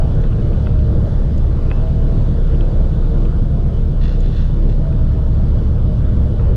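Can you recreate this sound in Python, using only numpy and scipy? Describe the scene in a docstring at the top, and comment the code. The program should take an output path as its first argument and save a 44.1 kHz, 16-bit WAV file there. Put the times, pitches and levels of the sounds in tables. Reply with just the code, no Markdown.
"""A fourteen-cylinder radial engine hunts slowly around fast idle, heard inside an aircraft cabin.
From the start its exhaust orders, propeller and gear whine, all sines locked to one crankshaft, beat against
the steady sines of a second engine, over patchy filtered noise for exhaust roar and the hiss of slipstream and vents.
Loose trim soon begins to tick in decaying modes and grit; around 4 s cloth rustles in strokes of tiny slips.
Throughout, the loud bass drives the microphone into soft overload."""
import sys
import numpy as np
from scipy import signal
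from scipy.fft import rfft, irfft
from scipy.io import wavfile
from scipy.ndimage import uniform_filter1d, map_coordinates

SR = 44100
rng = np.random.default_rng(int(sys.argv[2]) if len(sys.argv) > 2 else 0)


def waveform_to_disk(signal):
    """Save audio, clipped to [-1, 1], as 16-bit WAV at the path in sys.argv[1]."""
    frames = np.transpose(np.atleast_2d(signal))
    scaled = np.clip(frames, -1, 1) * 32767
    samples = np.round(scaled).astype(np.int16)
    wavfile.write(sys.argv[1], SR, samples)


N = 289296
T = np.arange(N) / SR


def amp(db):
    """Decibels to gain."""
    return 10 ** (np.asarray(db) / 20)


def evened(x):
    """Scales to rms 1."""
    return x / np.sqrt(np.mean(x ** 2) + 1e-20)


def curves(table, t):
    """Reads every column of a table at the times t."""
    time_s, *columns = np.transpose(table)
    return [np.interp(t, time_s, column) for column in columns]


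def wander(steps_per_s):
    """Smooth random drift of rms 1, passing through steps_per_s random values a second."""
    steps = rng.standard_normal(200)
    coarse_s = T[::256]
    drift = map_coordinates(steps, [coarse_s * steps_per_s], order=3)
    return np.interp(T, coarse_s, evened(drift))


def bump(hz, mode):
    """Boost in dB of one resonance at the frequencies hz."""
    centre_hz, width_hz, boost_db = mode
    return boost_db / (1 + (2 * (hz - centre_hz) / width_hz) ** 2)


def band(x, hz, octaves):
    """Band-pass around hz, scaled to peak 1."""
    edges = hz * 2 ** (octaves / 2 * np.array([-1, 1]))
    out = signal.sosfilt(signal.butter(4, edges, "bandpass", fs=SR, output="sos"), x)
    return out / abs(out).max()


def tone(turns, rms_db, uneven_db, slip_rad):
    """A sine on a running count of turns whose level and phase waver slowly."""
    phase = 2 * np.pi * (turns + rng.random()) + slip_rad * wander(3.123)
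    return np.sqrt(2) * amp(rms_db + uneven_db * wander(2.9)) * np.sin(phase)


def crankshaft():
    """Turns a second of the hunting engine, and how far up its range it is (0 slow, 1 fast)."""
    # hunting speed before smoothing: time_s [s], speed_rpm [rpm]
    speed_points = [(0, 916.3), (.45, 898), (.9, 868.2), (1.5, 903.5), (2.2, 942), (2.7, 964.7), (3.5, 980),
                    (4.1, 971), (4.6, 955.4), (5.2, 903.7), (5.8, 879.6), (6.2, 867.3), (6.56, 858)]
    slow_rpm, fast_rpm = 860, 980
    rpm = uniform_filter1d(curves(speed_points, T)[0], SR // 3)  # inertia: averaged over a third of a second
    return rpm / 60, (rpm - slow_rpm) / (fast_rpm - slow_rpm)


def exhaust_orders(crank_hz, crank_turns, fast):
    """Tones at multiples of the four-stroke cycle sweep with the speed through the airframe's modes."""
    # engine tones: multiple of the cycle rate, slow_db [rms dB before airframe boost], fast_db [same]
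    orders = [(2, -27.5, -37), (3, -32.5, -30), (4, -25.5, -23.5), (5, -24, -45), (6, -35, -37),
              (7, -32, -42), (8, -48.5, -40.5), (9, -31, -28.5), (10, -20, -37), (11, -34.5, -29.5),
              (12, -43.5, -36.5), (13, -32, -43.5), (14, -23, -26.5), (15, -30.5, -37.5), (16, -28, -33),
              (17, -34.5, -29.5), (18, -33.5, -33), (19, -26, -27), (20, -37.5, -44.5), (21, -40, -46.5),
              (23, -34.5, -44), (24, -43, -39), (26, -39.5, -49), (27, -41, -47.5), (28, -37.5, -45.5),
              (33, -42, -56), (35, -47.5, -47), (39, -46, -53), (42, -47, -47), (44, -51, -56),
              (49, -49, -50.5)]
    # airframe modes that the tones sweep through: centre_hz [Hz], width_hz [Hz], boost_db [dB]
    airframe_modes = [(31.7, 5.3, 11), (147.6, 4.4, 4.5), (191.6, 5.5, 7), (223.4, 2.7, 3.5)]
    out = np.zeros(N)
    for multiple, slow_db, fast_db in orders:
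        order_hz = multiple * crank_hz / 2  # one cycle takes two turns
        level_db = slow_db + (fast_db - slow_db) * fast
        level_db = level_db + sum(bump(order_hz, mode) for mode in airframe_modes)
        # high orders smear most
        out += tone(multiple * crank_turns / 2, level_db, 0.32 + .03 * multiple, 0.016 + 0.001 * multiple)
    return out


def propeller(crank_turns, fast):
    """Blade passes sound at multiples of the blade rate, geared down from the crankshaft."""
    # blade-pass tones: multiple of the blade rate, slow_db [rms dB], fast_db [rms dB]
    blade_passes = [(1, -28.5, -22), (2, -21.5, -32.5), (3, -37, -50), (4, -30.5, -37)]
    blades_per_turn = 3 * 9 / 16  # three blades behind a 16:9 reduction gear
    out = np.zeros(N)
    for multiple, slow_db, fast_db in blade_passes:
        level_db = slow_db + (fast_db - slow_db) * fast
        out += tone(multiple * blades_per_turn * crank_turns, level_db, .5, 0.25)
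    return out


def gear_whine(crank_turns):
    """Gear teeth meet 42 times a turn, in a whine of unsteady pitch and level."""
    # course of the whine: time_s [s], level_db [rms dB before its flutter]
    whine_level = [(0, -41), (.3, -63), (.8, -39.5), (1.1, -60), (1.45, -45.5), (1.6, -44), (1.95, -40.5),
                   (2.15, -43.5), (2.3, -53), (2.9, -56.5), (3.3, -51.5), (3.7, -48), (4.0, -51.5),
                   (4.5, -54), (4.9, -47.5), (5.2, -43.5), (5.5, -51), (5.9, -42), (6.56, -49)]
    teeth = 42
    turns = teeth * crank_turns + 0.078 * wander(22)
    level_db = curves(whine_level, T)[0] + 3.0 * wander(15)
    return tone(turns, level_db, 1.6, 0.46)


def drone(fast):
    """The second engine holds its speed, fainter while the hunting engine runs fast."""
    # drone tones: multiple of the firing tone, relative_db [dB]
    drone_tones = [(.5, -5), (1, 1), (1.5, -11), (2, -30.5)]
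    firing_hz, slow_db, fast_db = 67.46, -18.5, -22
    level_db = slow_db + (fast_db - slow_db) * fast
    return sum(tone(multiple * firing_hz * T, level_db + relative_db, 0.51, 0.16)
               for multiple, relative_db in drone_tones)


def patchy_noise():
    """Noise whose level drifts in patches of time and frequency, most of all in the bass."""
    frames = N // 256 + 5
    re, im, patches = rng.standard_normal((frames, 513, 3)).T
    patches = uniform_filter1d(patches, 10, 0)  # blur across frequency
    patches = evened(uniform_filter1d(patches, 16, 1))  # blur across time
    spread_db = np.geomspace(1.6, .6, len(re))[:, None]
    spectrum = (re + 1j * im) * amp(spread_db * patches)
    return evened(signal.istft(spectrum, nperseg=1024, noverlap=768)[1][:N])


def roar(cycles):
    """Patchy noise coloured by wall and panels, throbbing lightly with each firing, under flickering hiss."""
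    # exhaust and slipstream roar through the cabin wall: pitch_hz [Hz], relative_db [dB per Hz]
    roar_colour = [(8, -28), (14, -9.5), (34, -6), (45, -19.5), (60, -5.5), (85, -13), (110, -9.5),
                   (145, -14), (200, -14), (267, -26), (470, -27.5), (660, -34), (735, -39), (1460, -45.5),
                   (2150, -62)]
    # hiss of slipstream and vents: pitch_hz [Hz], relative_db [dB per Hz on the scale of the roar]
    hiss_colour = [(1500, -72), (2600, -61), (3570, -58), (4700, -61.5), (5500, -65.5), (7500, -72.5),
                   (10100, -74.5), (14900, -93)]
    # cabin panels that the roar rings: centre_hz [Hz], width_hz [Hz], boost_db [dB]
    panels = [(328.5, 19.3, 9), (463, 18, 6), (585, 5.2, 7.5), (3000, 89, 6.5), (3410, 340, 3)]
    # course of both: time_s [s], roar_db [rms dB from 200 to 1200 Hz], hiss_db [dB on the same scale]
    roar_level = [(0, -27, -28.5), (.6, -28.5, -28.5), (1.5, -28.5, -28.5), (2.2, -29, -28.5),
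                  (2.9, -28.5, -29), (3.6, -30.5, -29.5), (4.4, -31, -29.5), (5.1, -29.5, -30),
                  (5.8, -30, -30), (6.56, -28.5, -30)]
    noise = patchy_noise() * (1 + 0.1 * np.cos(2 * np.pi * 14 * cycles))  # 14 firings a cycle
    hz = np.fft.rfftfreq(N, 1 / SR)
    panels_db = sum(bump(hz, panel) for panel in panels)

    def colour_gain(colour):
        """Gain per frequency, read off a colour on a log scale, with the panels on top."""
        point_hz, point_db = np.transpose(colour)
        return amp(np.interp(np.log(hz + 1), np.log(point_hz + 1), point_db, left=-120) + panels_db)

    low_gain = colour_gain(roar_colour + [(8000, -120)])  # the roar dies out by 8 kHz
    high_gain = colour_gain(hiss_colour)
    scale = np.sqrt(np.mean(low_gain ** 2 * (hz > 200) * (hz < 1200)))
    spectrum = rfft(noise)
    low = irfft(spectrum * low_gain / scale, N)
    high = irfft(spectrum * high_gain / scale, N)
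    roar_db, hiss_db = curves(roar_level, T)
    return amp(roar_db) * low + amp(hiss_db + 0.42 * wander(6.4)) * high


def ticks():
    """Contacts of loose trim: a light touch, a hit and a bounce ring its modes, with grit, knock and faint ring."""
    # ticks: start_s [s], level_db [peak dB of the ringing], pitch_hz [Hz], width [octaves],
    # grit_t60_s [s], knock_db [peak dB]
    tick_events = [(0.2184, -48, 5600, .5, .015, -60), (0.238, -34, 2300, 1.3, .022, -39),
                   (.27, -43, 3400, 0.37, .015, -61), (0.327, -40, 2930, 0.18, .03, -50),
                   (.531, -42, 3000, .7, 0.024, -44), (.66, -40, 3180, 0.52, .015, -53),
                   (0.6687, -27.5, 1750, 1.04, 0.027, -29), (.79, -38, 3200, .4, .1, -64),
                   (1.379, -39.5, 6026, 1.21, .015, -58), (1.702, -37.5, 2716, 0.22, .03, -60),
                   (1.7122, -21.5, 2370, 0.56, 0.026, -23.5), (1.772, -46, 2580, 0.23, 0.037, -57),
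                   (1.792, -48, 2600, 0.18, 0.049, -58), (1.83, -52, 2680, .2, .04, -62),
                   (2.546, -38, 2882, 0.17, .058, -60), (2.607, -30.5, 3150, 0.42, .016, -32),
                   (3.2517, -35, 3020, 0.76, 0.081, -43), (3.253, -51, 10960, 0.94, .01, -62),
                   (4.2043, -42.5, 6860, 0.5, .012, -64), (4.204, -56, 12500, .4, .01, -63),
                   (4.7, -47, 3700, 0.6, 0.06, -44), (4.925, -39.5, 2900, 1.08, .016, -41),
                   (6.395, -31, 1600, 0.85, 0.021, -27.5)]
    # modes of the trim, each tick favours those near its pitch: pitch_hz [Hz], relative_db [dB], t60_s [s]
    trim_modes = [(1360, 7, 0.017), (1930, 0, 0.013), (2600, 1, 0.01), (3000, 1.5, 0.01),
                  (3490, -3, 0.0064), (5600, -8, 0.011), (6600, -1, 0.0073), (7400, -7.5, 0.0077),
                  (12500, -6, .008)]
    # faint narrow ring after a tick: pitch_hz [Hz], relative_db [dB re the tick], t60_s [s]
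    after_ring = (2650, -24, 0.44)
    rise_s, bounce_s = 0.00083, 0.002023
    knock_hz, knock_octaves, knock_t60_s = 720, 2.48, 0.05  # the panel behind the trim
    snap_level = 4.5  # how far the first contact stands above the grit in the knock
    dull_hz = 900  # soft contacts: the grit falls off above this
    grit_db = -9  # noise of the contact under the ringing
    soft_cycles = 3  # a contact builds each mode up over this many cycles
    length = 8820  # samples, 0.2 s

    out, t = np.zeros(N + length), np.arange(length) / SR
    hit, bounce = round(rise_s * SR), round(bounce_s * SR)  # in samples
    rise = np.minimum(t / rise_s, 1) ** 2
    snap = snap_level * (np.arange(length) == hit)
    mode_hz, mode_db, mode_t60_s = np.transpose(trim_modes)[..., None]
    ring_hz, ring_db, ring_t60_s = after_ring
    draws = rng.standard_normal((len(tick_events), length))
    for (start_s, level_db, pitch_hz, octaves, grit_t60_s, knock_db), draw in zip(tick_events, draws):
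        grit = signal.lfilter([1], [1, -np.exp(-2 * np.pi * dull_hz / SR)], np.sign(draw))

        near_db = -16 * (np.log2(mode_hz / pitch_hz) / octaves) ** 2
        rung_hz = mode_hz * (1 + 0.022 * draw[:len(trim_modes), None])
        start_rad = np.pi * draw[-len(trim_modes):, None]
        decay = amp(mode_db + near_db - 60 * t / mode_t60_s)
        build = np.sin(np.pi / 2 * np.minimum(rung_hz * t / soft_cycles, 1)) ** 2
        rung = (decay * build * np.sin(2 * np.pi * rung_hz * t + start_rad)).sum(0)
        rung = 0.12 * rung + np.roll(rung, hit) + 0.34 * np.roll(rung, bounce)

        contact = band(grit * rise * amp(-60 * t / grit_t60_s), pitch_hz, octaves)
        burst = rung / abs(rung).max() + amp(grit_db) * contact
        thud = snap + grit * rise * amp(-60 * t / knock_t60_s)
        knock = amp(knock_db) * band(thud, knock_hz, knock_octaves)
        ring = amp(ring_db) * band(grit * amp(-60 * t / ring_t60_s), ring_hz, 0.064)
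        out[round(start_s * SR):][:length] += amp(level_db) * (burst + ring) + knock
    return out[:N]


def rustle():
    """Dense tiny slips of cloth in broad resonances, swelling and fading with each stroke."""
    # strokes near the microphone: start_s [s], rise_s [s], fall_s [s],
    # level_db [rms dB at the top of the swell, before unevenness], bright_db [dB, reached above 5 kHz]
    strokes = [(3.99, 0.059, 0.079, -46.5, -4), (4.069, .05, .12, -49, -2), (4.18, .07, 0.071, -51.5, -7),
               (4.27, 0.086, 0.094, -46.5, -2), (4.39, 0.052, 0.15, -52.5, -1),
               (4.685, .018, 0.049, -49, -1)]
    # colour of the cloth: centre_hz [Hz], width_hz [Hz], relative_db [dB]
    cloth = [(1410, 550, 1), (1860, 200, -1), (2750, 460, -1.5), (3480, 190, 3), (4120, 700, -2.5),
             (5230, 700, -12.5), (6350, 1100, -17)]
    fibres_per_s, fibre_db = 3000, 4.5  # rate of the larger slips, and how much their sizes spread
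    sizes = amp(fibre_db * np.minimum(rng.exponential(1, N), 4))
    struck = rng.random(N) < fibres_per_s / SR
    slips = rng.standard_normal(N) * (.5 + sizes * struck)  # .5: a fine bed under the larger slips
    hz = np.fft.rfftfreq(N, 1 / SR)
    colour = sum(amp(relative_db) / (1 + (2 * (hz - centre_hz) / width_hz) ** 2)
                 for centre_hz, width_hz, relative_db in cloth)
    coloured = rfft(slips) * colour
    out, uneven = np.zeros(N), amp(1.5 * wander(25))
    for start_s, rise_s, fall_s, level_db, bright_db in strokes:
        top_s = start_s + rise_s
        swell = np.sin(np.pi / 2 * np.interp(T, [start_s, top_s, top_s + fall_s], [0, 1, 0]))
        brightness = amp(bright_db / (1 + (5000 / (hz + 1)) ** 8))
        out += amp(level_db) * swell * evened(irfft(coloured * brightness, N))
    return out * uneven


def scene():
    """Everything reaches one microphone."""
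    crank_hz, fast = crankshaft()
    crank_turns = np.cumsum(crank_hz) / SR
    engine = exhaust_orders(crank_hz, crank_turns, fast) + propeller(crank_turns, fast) + gear_whine(crank_turns)
    cabin = drone(fast) + roar(crank_turns / 2)
    return (engine + cabin + ticks() + rustle())[None]


def record(dry):
    """Overload rounds off the peaks of the bass while the treble rides through; then the band limit."""
    ceiling, knee = .47, 4.0  # full scale is 1; a higher knee bends later and harder
    edge_hz = 15100
    split = signal.firwin(2047, 330, fs=SR)[None]  # bass below 330 Hz
    bass = signal.oaconvolve(dry, split, "same")
    rounded = bass / (1 + abs(bass / ceiling) ** knee) ** (1 / knee)
    # a second pass keeps the overtones of the overload out of the treble
    heard = dry - bass + signal.oaconvolve(rounded, split, "same")
    band_limit = signal.firwin(511, edge_hz, window=("kaiser", 9), fs=SR)[None]
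    return signal.oaconvolve(heard, band_limit, "same")


dry = scene()
out = record(dry)
waveform_to_disk(out)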